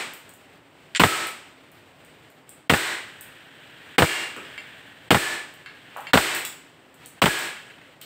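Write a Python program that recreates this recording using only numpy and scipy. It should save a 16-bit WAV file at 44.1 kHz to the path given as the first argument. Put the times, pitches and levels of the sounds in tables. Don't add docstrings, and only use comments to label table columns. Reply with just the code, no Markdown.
import sys
import numpy as np
from scipy import signal
from scipy.io import wavfile
from scipy.ndimage import uniform_filter1d, minimum_filter1d

SR = 44100
rng = np.random.default_rng(int(sys.argv[2]) if len(sys.argv) > 2 else 0)


def transcribe(signal):
    frames = np.atleast_2d(signal).T
    limited = np.clip(frames, -1, 1)
    pcm = np.round(limited * 32767).astype(np.int16)
    wavfile.write(sys.argv[1], SR, pcm)


N = 355005
LEAD = SR // 2


def amp(db):
    return 10 ** (np.asarray(db) / 20)


def evened(x):
    return x / np.sqrt(np.mean(x ** 2) + 1e-20)


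def read(points, hz):
    f, value = np.transpose(points)
    return np.interp(np.log(hz + 1), np.log(f + 1), value)


def add(mix, s, sound):
    part = mix[LEAD + round(s * SR):][:len(sound)]
    part += sound[:len(part)]


def colour(x, tone):
    hz = abs(np.fft.fftfreq(8192, 1 / SR))
    log_gain = np.log(amp(np.maximum(read(tone, hz), -100)))
    spectrum = np.exp(np.conj(signal.hilbert(log_gain)))
    taps = np.fft.ifft(spectrum).real[:4096]
    return signal.oaconvolve(x, taps)[:len(x)]


def band(x, lo_hz, hi_hz, order=2):
    edges = [lo_hz, min(hi_hz, SR / 2.1)]
    return signal.sosfilt(signal.butter(order, edges, "bandpass", fs=SR, output="sos"), x)


def burst(t60, rise=0.00027):
    t = np.arange(6000) / SR
    return rng.standard_normal(6000) * (1 - np.exp(-t / rise)) * amp(-60 * t / t60)


def push(width):
    u = np.arange(2000) / (SR * width)
    return u * (2 - u) * np.exp(1 - u)


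def click(lo_hz, hi_hz, t60, order=1):
    x = 0.26 * burst(t60, rise=.0001)
    x[0] = 1
    x = band(x, lo_hz, hi_hz, order=order)
    return x / abs(x).max()


# frequency in Hz, gain in dB.
AIR_TONE = [(50, 11), (150, 11), (400, 7), (1000, -7), (3000, 1), (8000, -14), (16000, -14)]


def air():
    noise, slow = rng.standard_normal((2, N + LEAD))
    level_db = -48.5 + 2.0 * evened(uniform_filter1d(slow, 3000))
    return amp(level_db) * evened(colour(noise, AIR_TONE))


# centre in Hz, width in Hz, level in dB.
HUM_BANDS = [(160, 43, -53), (271, 69, -50.5)]


def hum():
    noise = rng.standard_normal(N + LEAD)
    return sum(amp(db) * evened(band(noise, hz - width / 2, hz + width / 2, order=1))
               for hz, width, db in HUM_BANDS)


# time in seconds, level in dB.
RUSTLE_SWELL = [(2.999, -41.5), (3.5, -46), (3.95, -41.5), (4.55, -39.5), (5.1, -47), (5.5, -50.5),
                (6.1, -42), (6.5, -72), (7.6, -43), (7.95, -55)]
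# frequency in Hz, gain in dB.
RUSTLE_TONE = [(200, -1.5), (500, -10), (1200, -15), (1570, -3.5), (1850, -2.5), (2050, -7), (3200, -1.5),
               (5000, -16.5), (9000, -22)]


def rustle():
    noise, grain = rng.standard_normal((2, N + LEAD))
    grain_db = 0.97 * evened(uniform_filter1d(grain, 300))
    grainy = evened(colour(noise * amp(grain_db), RUSTLE_TONE))
    t = (np.arange(N + LEAD) - LEAD) / SR
    s, db = np.transpose(RUSTLE_SWELL)
    return grainy * amp(np.interp(t, s, db, -90, -90))


# frequency in Hz, t60 in seconds.
ROOM_DECAY = [(100, 0.55), (350, 0.38), (1000, 0.45), (3000, 0.44), (8000, 0.37), (15000, 0.28)]


def room(x):
    taps = np.zeros(SR)
    at = np.arange(200, SR - 12, 12)
    taps[at + rng.integers(0, 12, len(at))] = rng.choice([-1., 1.], len(at))
    hz, t, z = signal.stft(taps, SR, nperseg=256)
    fade_db = -60 * t / read(ROOM_DECAY, hz)[:, None]
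    late_db = -28.5 + 0.43 * fade_db
    tail = signal.istft(z * (amp(fade_db) + amp(late_db)), SR, nperseg=256)[1]
    return signal.fftconvolve(x, tail / np.linalg.norm(tail))[:len(x)]


TICK_HZ, SPLIT_HZ = 7060, 11000
# start in seconds, peak in dB, topmost treble in dB against that peak.
BOUNCES = [(.136, -28, 13.5), (0.293, -25, 2), (0.338, -30, 6), (1.27, -15.5, 6), (1.717, -43.5, 15),
           (2.049, -37, 6), (2.302, -39, 8), (2.493, -22.5, 3), (3.21, -33.5, 22), (4.366, -23.5, -5),
           (5.539, -40, 13), (5.969, -30, 11), (6.006, -31, 9), (6.349, -6.5, 7.5), (6.451, -12.5, 9.5),
           (6.943, -33.5, 4), (7.06, -17, -1), (7.39, -14, 12), (8.014, -28, 13)]


def pellets():
    out = np.zeros(N + LEAD)
    for s, db, top_db in BOUNCES:
        add(out, s, amp(db) * click(TICK_HZ, SPLIT_HZ, t60=0.0059, order=2))
        add(out, s, amp(db + top_db) * click(SPLIT_HZ, SR / 2, t60=0.021, order=2))
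    return out


KNOCK_RING, STRIKE_RING = 0.3, 0.73
STRIKE_DB = -20
BLOW_WIDTH = 1.85
FALL_DB = 9.5
# start in seconds, blow in dB,
# blow colour in Hz, lowest mode in dB, upper modes in dB, pitch of the lowest mode in Hz.
CAN_HITS = [(0.9498, -3.5, 3000, -29.5, -24, 1633), (.961, -2.5, 4230, -33, -30, 1630),
            (1.063, -9, 2000, -11, -19, 1307), (2.761, 6, 2030, -20, -22, 1785),
            (4.045, 2, 3230, -13.5, -5.5, 1723), (4.3636, -22, 1500, -60, -56, 1670),
            (4.367, -26, 260, -70, -60, 1700), (4.45, -37, 2800, -56, -39, 1790),
            (4.579, -33, 2480, -51, -27.5, 1700), (5.17, -21, 2000, -7.5, -28, 1739),
            (5.661, -26, 2280, -41, -33, 1670), (5.902, -39, 2500, -70, -55, 1700),
            (5.9632, -20, 1000, -37, -44, 1600), (6.0697, -28, 2730, -56, -30, 1695),
            (6.198, 1.5, 2140, -18.5, -11, 1634), (6.4505, -17, 4630, -56, -27, 2100),
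            (7.052, -36, 3910, -70, -44, 2360), (7.271, -1, 2060, -6.5, -19, 1668),
            (7.568, -38, 3100, -47, -37, 1678), (7.704, -44, 2380, -53, -43, 1630),
            (7.815, -43, 2400, -58, -45, 1600), (8.016, -22.5, 3200, -65, -54, 1800)]
# multiple of the lowest pitch, level in dB,
# t60 in seconds before the ring share.
CAN_MODES = [(1, 0, .45), (1.24, -5, .3), (1.335, -2, .25), (1.62, -3, .55), (1.865, -2, .3),
             (2.6, -2, .25), (2.865, -3, .35), (4.25, 0, .3), (5.85, -2, .2), (6.78, 0, .2)]


def cans():
    blows, rings = np.zeros((2, N + LEAD))
    t = np.arange(SR // 2)[:, None] / SR
    multiple, mode_db, t60 = np.transpose(CAN_MODES)
    for s, blow_db, colour_hz, low_db, upper_db, pitch_hz in CAN_HITS:
        spot_db, split, phase = rng.standard_normal((3, len(CAN_MODES)))
        mode_hz = multiple * pitch_hz
        waver = evened(uniform_filter1d(rng.standard_normal(len(t)), 500))[:, None]
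        turn = 2 * np.pi * mode_hz * t + .45 * waver
        partner = np.sin(turn * (1 + .013 * (1 + .25 * split)) + phase)
        pair = np.sin(turn) + .4 * partner
        db = np.where(multiple == 1, low_db, upper_db) + mode_db + spot_db
        db -= FALL_DB * np.maximum(np.log2(mode_hz / colour_hz), 0)
        ring = STRIKE_RING if low_db > STRIKE_DB else KNOCK_RING
        add(rings, s, (pair * amp(db - 60 * t / (t60 * ring))).sum(1))
        blow = click(colour_hz / BLOW_WIDTH, colour_hz * BLOW_WIDTH, t60=0.0088, order=3)
        add(blows, s, amp(blow_db) * blow)
    return blows, rings


SLIDE_S = .040
# start in seconds, gas crack in dB,
# slide slam in dB, low push in dB, clatter after the slam in dB.
SHOTS = [(-.265, 14, 10.5, -6.5, 0), (0.9963, 8, 13, -1, -0.5), (2.6962, 6, 10, -8, -19),
         (3.9816, 7.5, 10, -4, 2), (5.1059, 7.5, 10, -5, 1), (6.1337, 8.5, 12, -7.5, -22),
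         (7.2178, 6.5, 10, -7, -1)]
# frequency in Hz, gain in dB.
BANG_TONE = [(60, -11), (170, -3), (345, 11.5), (550, 0.5), (1000, -2.5), (3000, 5), (8000, 0),
             (16000, -0.5)]


def bangs():
    out = np.zeros(N + LEAD)
    for s, crack_db, slam_db, _, _ in SHOTS:
        add(out, s, amp([crack_db]))
        add(out, s + SLIDE_S, amp([slam_db - 5.5]))
    return colour(out, BANG_TONE)


def rattle(t60, per_s=1500):
    t = np.arange(3000) / SR
    chance, size = rng.random((2, 3000))
    spikes = (chance < per_s / SR) * (0.2 + size) * amp(-60 * t / t60)
    return -signal.oaconvolve(spikes, push(.00011))


# seconds after the crack,
# level in dB against the crack, low thud in dB against the clap.
CRACK_CLAPS = [(.0008, 10, -1.5), (.0045, 11, -4.5), (.0075, 13.5, -12), (.011, 8.5, -5.5), (.0155, 8, -1),
               (.022, 11, -0.5), (0.027, 1.5, 8)]
# seconds after the slam,
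# level in dB against the slam, low thud in dB against the clap.
SLAM_CLAPS = [(0, 10, -8.5), (.006, 7.5, -19), (.010, -1, 5), (.016, -1.5, -1), (.0225, 0, 0.5),
              (.0285, -7.5, -0.5)]


def claps():
    out = np.zeros(N + LEAD)
    for shot, crack_db, slam_db, _, clatter_db in SHOTS:
        one_round = [(after, crack_db + db, thud_db) for after, db, thud_db in CRACK_CLAPS]
        for k, (after, db, thud_db) in enumerate(SLAM_CLAPS):
            one_round.append((SLIDE_S + after, slam_db + db + clatter_db * (k > 0), thud_db))
        for after, db, thud_db in one_round:
            s = shot + after + .0007 * rng.uniform(-1, 1)
            db = db + 2.5 * rng.standard_normal()
            splinter = band(burst(.01), 600, 4500)[:2000]
            suction = push(rng.uniform(.00008, 0.00039))
            add(out, s, amp(db) * (0.42 * splinter - 0.75 * suction))
            add(out, s + 0.00094, amp(db + thud_db) * push(0.0011))
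    return out


# frequency in Hz, gain in dB.
CRACK_TONE = [(60, 6), (300, 3.5), (1000, -1.5), (3000, 18), (8000, -2), (13000, -7), (16000, 11)]


def pistol():
    near, parts = np.zeros((2, N + LEAD))
    for s, crack_db, slam_db, low_db, _ in SHOTS:
        slam_s = s + SLIDE_S
        add(near, s, amp(crack_db) * burst(t60=0.096))
        add(near, slam_s, amp(slam_db) * burst(t60=0.015))
        add(parts, s, amp(crack_db + 8.0) * rattle(t60=0.12))
        add(parts, slam_s, amp(slam_db + 7.0) * rattle(t60=0.086))
        for start in (s, slam_s):
            rumble = evened(band(burst(0.065, rise=0.00032), 70, 335))
            add(near, start, amp(low_db) * rumble)
    return colour(near, CRACK_TONE) + parts


def scene():
    background = air() + hum() + rustle()
    ticks = pellets()
    blows, rings = cans()
    wet = room(amp(28.0) * bangs() + amp(5.5) * blows + amp(-5) * rings + amp(1.0) * ticks)
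    mix = background + wet + ticks + blows + rings + claps() + pistol()
    return np.tile(mix[LEAD:], (2, 1))


# frequency in Hz, gain in dB.
MICROPHONE = [(24, -86), (40, -24), (114, -9.5), (188, -12.5), (334, -10.5), (623, -3), (906, -1.5),
              (1350, -1), (1920, -1.5), (2070, -2.5), (6350, -14), (8150, -2.5), (10700, -18.5),
              (14100, -10), (15600, -12)]


def record(dry):
    x = colour(dry[0], MICROPHONE)
    power_db = 10 * np.log10(abs(uniform_filter1d(x ** 2, 200)) + 1e-12)
    held_db = -minimum_filter1d(-power_db, 1300, origin=100)
    cut_db = np.clip(held_db + 15, 0, 20)
    recovery = np.arange(N) * 112. / SR
    cut_db = np.maximum.accumulate(cut_db + recovery) - recovery
    limited = x / amp(uniform_filter1d(cut_db, 700))
    soft = 0.97 * np.tanh(limited / .95)
    low_pass = signal.firwin(511, 15700, window=("kaiser", 9), fs=SR)
    return np.tile(signal.oaconvolve(soft, low_pass, "same"), (2, 1))


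dry = scene()
out = record(dry)
transcribe(out)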